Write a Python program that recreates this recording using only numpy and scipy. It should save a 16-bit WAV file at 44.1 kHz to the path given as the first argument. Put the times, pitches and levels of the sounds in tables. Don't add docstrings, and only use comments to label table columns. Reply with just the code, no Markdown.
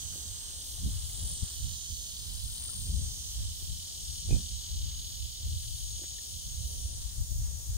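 import sys
import numpy as np
from scipy import signal
from scipy.fft import rfft, irfft
from scipy.io import wavfile
from scipy.ndimage import uniform_filter1d, map_coordinates

SR = 44100
rng = np.random.default_rng(int(sys.argv[2]) if len(sys.argv) > 2 else 0)


def dump_mix(stems):
    frames = np.atleast_2d(stems).T
    limited = np.clip(frames, -1, 1)
    pcm = np.round(limited * 32767).astype(np.int16)
    wavfile.write(sys.argv[1], SR, pcm)


N = 342642
T = np.arange(N) / SR
FIRST_LAG_MS = np.maximum(0.384 - 0.0853 * T, 0.066)
SECOND_LAG_MS = -0.61


def undb(db):
    return 10 ** (np.asarray(db) / 20)


def level(x, rms_db):
    return x * undb(rms_db) / np.sqrt(np.mean(x ** 2))


def curves(table):
    times, *columns = np.transpose(table)
    return [np.interp(T, times, column) for column in columns]


def sides(pan_db):
    return undb(np.array([pan_db, -pan_db]) / 2).reshape(2, -1)


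def colour(x, spectrum):
    hz, db = np.transpose(spectrum)
    bins_hz = np.arange(N // 2 + 1) * SR / N + 1
    gain = undb(np.interp(np.log(bins_hz), np.log(hz), db, -90, -90))
    return level(irfft(rfft(x) * gain, N), 0)


def ring(x, hz, width_hz, passes=1):
    for _ in range(passes):
        x = signal.lfilter(*signal.iirpeak(hz, hz / width_hz, SR), x)
    return x


def drift(rate_hz):
    hold = int(SR / rate_hz)
    steps = np.repeat(rng.standard_normal(N // hold + 1), hold)
    return 1.39 * uniform_filter1d(uniform_filter1d(steps, hold), hold)[:N]


def swell(peak_s, db, fall_s, rise_ratio=1):
    slope_s = np.where(T < peak_s, rise_ratio * fall_s, fall_s)
    return undb(2 * (db - 20 * np.abs(T - peak_s) / slope_s))


def port_noise(lag_ms, coherence):
    direct = rng.standard_normal(N)
    late = map_coordinates(direct, [np.arange(N) - lag_ms * SR / 1000], order=3)
    diffuse = rng.standard_normal((2, N))
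    return np.sqrt(coherence) * np.array([late, direct]) + np.sqrt(1 - coherence) * diffuse


# (frequency [Hz], gain [dB])
FIELD_SPECTRUM = [(120, -35), (200, -12.5), (268, -14.5), (777, -16), (1870, -21), (2330, -25),
                  (3190, -9.5), (6050, -7), (6640, -3), (7410, -5), (8900, -3), (11300, -13.5),
                  (15100, -10.5), (16000, -15)]
# (frequency [Hz], correlation [-1..1])
FIELD_CORRELATION = [(150, 0.56), (300, 0.11), (640, -0.37), (1400, -0.61), (2200, -0.029), (3100, -0.24),
                     (16000, 0.039)]
# (time [s], left gain [dB], right gain [dB])
PORT_SHADE = [(0, 0.5, -0.5), (3, 0, 2.5), (5, -4.5, -4.5), (7.77, 0, -3.5)]


def field():
    correlation = np.interp(np.arange(N // 2 + 1) * SR / N, *np.transpose(FIELD_CORRELATION))
    mid, side = rfft(rng.standard_normal((2, N))) * np.sqrt([1 + correlation, 1 - correlation])
    air = colour(irfft([mid + side, mid - side], N), FIELD_SPECTRUM)
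    soil, below_chorus, below_top = (
        signal.sosfiltfilt(signal.butter(3, hz, fs=SR, output="sos"), air) for hz in (800, 2400, 10500))
    rustle = soil * undb(2.25 * drift(9)) + (below_chorus - soil) * undb(2.46 * drift(12))
    rustle_db = np.interp(T, [0, 2.5, 4, 7.77], [1.3, 0.74, -1.4, -0.94])
    chorus = below_top - below_chorus
    top = (air - below_top) * undb(1.65 * np.array([drift(14), drift(14)]))
    shade = ring(air, 9150, 3400) * (undb(curves(PORT_SHADE)) - 1)
    return undb(-45) * (rustle * undb(rustle_db) + chorus + top + shade)


# (peak time [s], relative level [dB], pan [dB], flap offset [dB], 20 dB fall time [s])
GUSTS = [(.08, -48, -8, -9.5, 0.9), (.302, -48, -11.5, -22, 0.2), (.874, -32.5, -5.5, -4, 0.09),
         (.964, -40.5, 5, -22, 0.44), (1.03, -45.5, 4, -24, 0.46), (1.235, -38.5, 1, -11, .1),
         (1.33, -38.5, -3, -11, 0.1), (1.436, -33, 8.5, -12, 0.02), (1.645, -39.5, -7, -16, 0.16),
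         (1.709, -41, -10, -14, 0.12), (1.913, -39.5, -8, -13.5, 0.1), (2.302, -47, -10, -11, 0.56),
         (2.44, -42.5, -13, -14, 0.2), (2.87, -38.5, -9.5, -10.5, 0.32), (3.008, -34.5, 11.5, -12.5, 0.22),
         (3.41, -35, 1.5, -18.5, 0.23), (3.706, -40.5, 0, -14.5, 0.22), (4.103, -44, 6, -15.5, .24),
         (4.331, -25, -3.5, -5.5, 0.09), (4.519, -40, -10.5, -17, 0.17), (4.766, -43, -8, -13, 0.24),
         (4.861, -38, 5.5, -15, 0.41), (5.241, -43, -12, -23, .18), (5.467, -32, 5.5, -15.5, .09),
         (5.557, -33.5, 0.5, -23, .14), (5.7, -39.5, 3, -30, 0.16), (5.846, -43, 3.5, -33, .5),
         (6.364, -42.5, -4.5, -13, 0.13), (6.477, -38, 6, -17, 0.04), (6.61, -36.5, -8, -19, 0.27),
         (6.872, -38.5, 1, -21, 0.26), (7.024, -38, 2, -28, 0.2), (7.205, -34, 3.5, -18.5, 0.12),
         (7.319, -33.5, 13.5, -14.5, -0.02), (7.386, -31.5, 2.5, -22, 0.13), (7.495, -38.5, 9, -21, 0.2),
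         (7.734, -36, 4, -22, .2)]
# (frequency [Hz], gain [dB])
WIND_SPECTRUM = [(8.8, 2), (15, -23.5), (46, 1.5), (69, 5.5), (119, -7.5), (190, -33.5), (373, -52),
                 (413, -77), (500, -40.5), (650, -41.5), (1100, -120)]


def wind(breeze_db=-55, breeze_flap_db=-11.5):
    sway_db = 0.5 * np.array([drift(5.4), drift(6.19)])
    thump_power = undb(2 * (breeze_db + sway_db)) * sides(2) ** 2
    flap_power = thump_power * undb(2 * breeze_flap_db)
    for peak_s, db, pan_db, flap_db, fall_s in GUSTS:
        gust = swell(peak_s, db, max(fall_s, 0.03), rise_ratio=0.84) * sides(pan_db) ** 2
        thump_power += gust
        flap_power += gust * undb(2 * flap_db)
    eddy_db = np.array([drift(25), drift(25)])
    thump = colour(rng.standard_normal((2, N)), WIND_SPECTRUM) * undb(3.5 + 1.28 * eddy_db)
    flap = ring(rng.standard_normal((2, N)), 150, 86, passes=2)
    flap = level(ring(flap, 224, 300), -1.5) * undb(2.5 * eddy_db)
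    return thump * np.sqrt(thump_power) + flap * np.sqrt(flap_power)


# (mid time [s], length [s], level [dB], centre [Hz], pan [dB])
SNIFFS = [(0.138, 0.038, -64, 1400, -1), (2.636, 0.049, -67, 2000, -8), (5.126, .06, -77, 1600, -13),
          (5.645, 0.033, -72, 1600, -16), (6.048, 0.032, -65.5, 1800, -8)]


def sniffs():
    out = np.zeros((2, N))
    for mid_s, length_s, db, hz, pan_db in SNIFFS:
        puff = np.exp(-(2 * (T - mid_s) / length_s) ** 4)
        out += level(ring(rng.standard_normal(N), hz, 600), db) * puff * sides(pan_db)
    return out


# (time [s], relative level [dB], ring [Hz], pan [dB])
SMACKS = [(0.775, -51, 721, -3), (1.096, -56, 2090, 5), (2.488, -59, 1440, -0.5), (2.689, -49.5, 1340, 1),
          (2.728, -59, 1120, -8), (2.818, -62, 735, 5), (4.91, -58, 2145, -14), (6.035, -57, 854, 2),
          (6.184, -57, 1820, -18)]


def smacks(rise_s=0.0035):
    out = np.zeros((2, N))
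    for start_s, db, hz, pan_db in SMACKS:
        age_s = np.clip(T - start_s, 0, 1)
        tone = 0.46 * np.sin(2 * np.pi * hz * age_s)
        noise = level(ring(rng.standard_normal(N), hz, 600, passes=2), -13)
        envelope = age_s / rise_s * np.exp(1 - age_s / rise_s)
        out += undb(db) * (tone + noise) * envelope * sides(pan_db)
    return out


# (start [s], length [s], pulse rate [Hz], level [dB], snout offset [dB], pan [dB], crest [0..1])
GRUNTS = [(0.136, 0.084, 50, -65.5, -20, -17, 0), (2.868, .04, 39.9, -60, -16, -12, 0.2),
          (3.597, 0.039, 45.2, -66, -25, -8, 0.4), (4.2886, 0.081, 55.8, -47.5, -11.5, -13, 0.28),
          (5.992, 0.064, 45.9, -57.5, -22, -3, 0.7)]
# (centre [Hz], width [Hz], gain [dB])
THROAT_MODES = [(206, 133, 4.5), (350, 93, 9), (554, 120, 1), (854, 160, -7.5)]
SNOUT_MODES = [(1850, 100, -10), (2484, 180, 5)]


def grunts():
    out = np.zeros((2, N))
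    lowpass = signal.butter(4, 1000, fs=SR, output="sos")
    whistle = np.sin(2 * np.pi * SNOUT_MODES[-1][0] * T) / 8
    for start_s, length_s, rate_hz, db, snout_db, pan_db, crest in GRUNTS:
        progress = (T - start_s) / length_s
        envelope = np.interp(progress, [0, np.clip(crest, 0.1, 0.9), 1], [0.35, 1, 0.4], 0, 0)
        phase = (T - start_s) * rate_hz % 1
        pulses = 13 * (phase < rate_hz / SR) + 0.9 * rng.standard_normal(N) * np.exp(-phase / 0.3)
        puffs = (whistle + rng.standard_normal(N)) * np.exp(-((phase - 0.25) / 0.2) ** 2)
        throat = sum((-1) ** k * undb(gain_db) * ring(pulses * envelope, hz, width_hz)
                     for k, (hz, width_hz, gain_db) in enumerate(THROAT_MODES))
        snout = sum(undb(gain_db) * ring(puffs * envelope ** 2, hz, width_hz, passes=2)
                    for hz, width_hz, gain_db in SNOUT_MODES)
        voice = level(signal.sosfilt(lowpass, throat), db) + level(snout, db + snout_db)
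        out += voice * np.sqrt(length_s / T[-1]) * sides(pan_db)
    return out


# (time [s], throb rate [Hz], relative level [dB], pan [dB])
THROB_SONG = [(0, 38.2, -50.5, -3.5), (.26, 39.23, -52, -3), (1.36, 39.16, -50.5, -3.5),
              (2.2, 39.24, -49.5, -1), (2.45, 39.15, -50.5, -3), (3.7, 39.35, -51, -4.5),
              (4.6, 39.35, -49, -2), (6.05, 39.48, -51, -2.5), (7.1, 37.7, -53.5, -4.5),
              (7.23, 37.7, -57.5, 1), (7.36, 36.5, -69, -2), (7.77, 36.4, -70, -6)]
# (phase [0..1], level [dB])
RIB_CLICKS = [(0, 0), (.14, 0), (.27, -3), (.38, -1), (.54, -2), (.7, -7)]
# (frequency [Hz], gain [dB])
THROB_SPECTRUM = [(1470, -37), (2500, -13.5), (2750, -8.5), (3000, 6), (3140, 6), (3650, 4.5), (4190, 5.5),
                  (4540, 6), (5600, -0.5), (7280, -62), (12300, -120)]


def throbbing_cicada():
    rate_hz, db, pan_db = curves(THROB_SONG)
    phase = (np.cumsum(rate_hz) / SR + 0.3) % 1
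    clicks = sum(undb(click_db) * np.exp(-((phase - onset) % 1) / 0.09) for onset, click_db in RIB_CLICKS)
    gate = 0.27 + uniform_filter1d(clicks, 30)
    fade = np.clip((db + 58) / 6, 0.05, 1)
    bursts = port_noise(FIRST_LAG_MS, coherence=0.66) * gate
    return colour(bursts, THROB_SPECTRUM) * undb(db + 2) * fade * sides(pan_db)


# (time [s], relative level [dB], pan [dB])
BODY_HISS = [(0, -52, -6), (.76, -61, -7), (1.34, -50, -13), (2.7, -55, -6), (3.14, -43, -1),
             (4.26, -47.5, -6), (5.3, -57, -6), (7.77, -51, -2)]


def body_hiss():
    db, pan_db = curves(BODY_HISS)
    air = port_noise(np.where(T < 3.5, FIRST_LAG_MS, SECOND_LAG_MS), coherence=0.17)
    return level(ring(air, 5800, 2000, passes=2), -6) * undb(db) * sides(pan_db)


# (peak time [s], relative level [dB], pan [dB], 20 dB fall time [s])
WHINE_SWELLS = [(1.3, -38, 9.5, 0.4), (2.67, -37.5, 11.5, .5), (4.15, -44.5, 9, 0.4),
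                (5.8, -47.5, 9.5, 1.2), (6.85, -47, 12.5, 0.9)]


def whine(combs):
    band = ring(combs, 8950, 800, passes=2)
    steady = band / np.sqrt(uniform_filter1d(band ** 2, SR // 4))
    jittered_index = np.arange(N) + 0.7 * drift(45)
    blurred = np.array([map_coordinates(port, [jittered_index], order=3, mode="nearest")
                        for port in steady])
    power = sum(swell(peak_s, db, fall_s) * sides(pan_db) ** 2
                for peak_s, db, pan_db, fall_s in WHINE_SWELLS)
    floor = undb(-61) * sides(20)
    return level(blurred, -7) * (np.sqrt(power) + floor)


def buzz(song, click_rate, overtones, lag_ms, split_hz, beat_hz, low_beat_depth, high_beat_depth):
    low_db, high_db, pan_db = curves(song)
    rate_hz, = curves(click_rate)
    singing = (T > song[0][0] - 0.1) * (T < song[-1][0] + 0.25)
    gate = uniform_filter1d(singing.astype(float), SR // 5) * sides(pan_db)
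    low, high = undb(low_db) * gate, undb(high_db) * gate
    lag_cycles = np.array([rate_hz * lag_ms / 1000, np.zeros(N)])
    click_phase = 2 * np.pi * (np.cumsum(rate_hz) / SR - lag_cycles)
    beat_phase = 2 * np.pi * np.cumsum(beat_hz + 0.76 * drift(2.374)) / SR
    out, smear = 0, 0
    for order, *port_db in overtones:
        gain, depth = (high, high_beat_depth) if order * click_rate[0][1] > split_hz else (low, low_beat_depth)
        tone_offset, beat_offset, step = 2 * np.pi * rng.random(3)
        smear += 0.76 * (step - np.pi)
        tone = np.sin(order * click_phase + smear)
        sidebands = np.sin(order * click_phase + tone_offset) * np.cos(beat_phase + beat_offset)
        wander = undb(np.array(port_db)[:, None] + 2.1 * drift(4.5))
        out += np.sqrt(2) * wander * (tone + depth * sidebands) * gain
    return out


# (time [s], low group gain [dB], high group gain [dB], pan [dB])
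FIRST_SONG = [(0, 3.5, -0.5, -4), (.9, -1.5, -0.5, 0.5), (1.3, -1, 4.5, -1), (1.8, 4.5, -14, -4),
              (2.05, 3, -11, -1), (2.3, -2, -10, 5), (2.7, -5.5, -6, 5), (3.05, 0.5, -9, -2),
              (3.3, 3.5, -17, 1), (3.5, -15, -14, 2), (3.75, -16, -12, 1.2)]
SECOND_SONG = [(2.8, -12, -4, -2), (3.8, -2, -0.5, 1.1), (4.4, 2.5, 4.5, 1.04), (5.3, -1.5, -5, -0.11),
               (5.6, 1.5, 0, 0.83), (6.1, 2.5, 1.2, .8), (7.1, -0.2, -4, -.7), (7.55, -0.5, -9, -1.5)]
# (time [s], rate [Hz])
FIRST_CLICK_RATE = [(0, 167.5), (.6, 167.64), (1.4, 168.22), (2.6, 168.86), (3, 168.78), (3.4, 168.24)]
SECOND_CLICK_RATE = [(3, 182.26), (4.2, 182.9), (5, 182.96), (5.8, 183.14), (7, 183.86), (7.4, 183.72)]
# (order [x click rate], left level [dB], right level [dB])
FIRST_OVERTONES = [(31.0, -70.0, -67.0), (33.0, -74.0, -72.0), (35.0, -64.0, -59.0), (36.0, -73.0, -70.0),
                   (37.0, -59.0, -52.0), (38.0, -71.0, -68.0), (39.0, -64.0, -60.0), (40.0, -69.0, -64.0),
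                   (41.0, -61.0, -56.0), (42.0, -67.0, -60.0), (43.0, -67.0, -62.0), (44.0, -72.0, -67.0),
                   (45.0, -64.0, -61.0), (46.0, -62.0, -59.0), (47.0, -68.0, -64.0), (48.0, -67.0, -70.0),
                   (49.0, -60.0, -63.0), (50.0, -53.0, -58.0), (51.0, -67.0, -75.0), (52.0, -56.0, -59.0),
                   (53.0, -63.0, -66.0), (54.0, -57.0, -59.0), (55.0, -65.0, -64.0), (56.0, -59.0, -58.0),
                   (58.0, -70.0, -72.0)]
SECOND_OVERTONES = [(23.0, -69.0, -72.0), (25.0, -65.0, -68.0), (27.0, -72.0, -75.0), (29.0, -62.0, -70.0),
                    (30.0, -69.0, -78.0), (31.0, -62.0, -68.0), (32.0, -58.0, -62.0), (33.0, -60.0, -65.0),
                    (34.0, -63.0, -63.0), (35.0, -61.0, -60.0), (36.0, -56.0, -55.0), (37.0, -62.0, -61.0),
                    (38.0, -58.0, -59.0), (39.0, -70.0, -72.0), (40.0, -59.0, -61.0), (41.0, -68.0, -68.0),
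                    (42.0, -64.0, -67.0), (43.0, -66.0, -73.0), (44.0, -62.0, -75.0), (45.0, -64.0, -76.0),
                    (46.0, -66.0, -76.0), (47.0, -66.0, -81.0), (48.0, -63.0, -69.0), (49.0, -62.0, -72.0),
                    (50.0, -63.0, -72.0), (51.0, -69.0, -74.0)]


def buzzing_cicadas():
    first = buzz(FIRST_SONG, FIRST_CLICK_RATE, FIRST_OVERTONES, FIRST_LAG_MS,
                 split_hz=7450, beat_hz=49, low_beat_depth=0.6, high_beat_depth=0.9)
    second = buzz(SECOND_SONG, SECOND_CLICK_RATE, SECOND_OVERTONES, SECOND_LAG_MS,
                  split_hz=7600, beat_hz=54, low_beat_depth=0.6, high_beat_depth=1.3)
    return first + second


def scene():
    combs = buzzing_cicadas()
    return (wind() + combs + body_hiss() + whine(combs) + throbbing_cicada() + field()
            + grunts() + smacks() + sniffs())


def record(dry):
    return signal.sosfilt(signal.ellip(12, 0.2, 80, 15720, fs=SR, output="sos"), dry)


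dry = scene()
out = record(dry)
dump_mix(out)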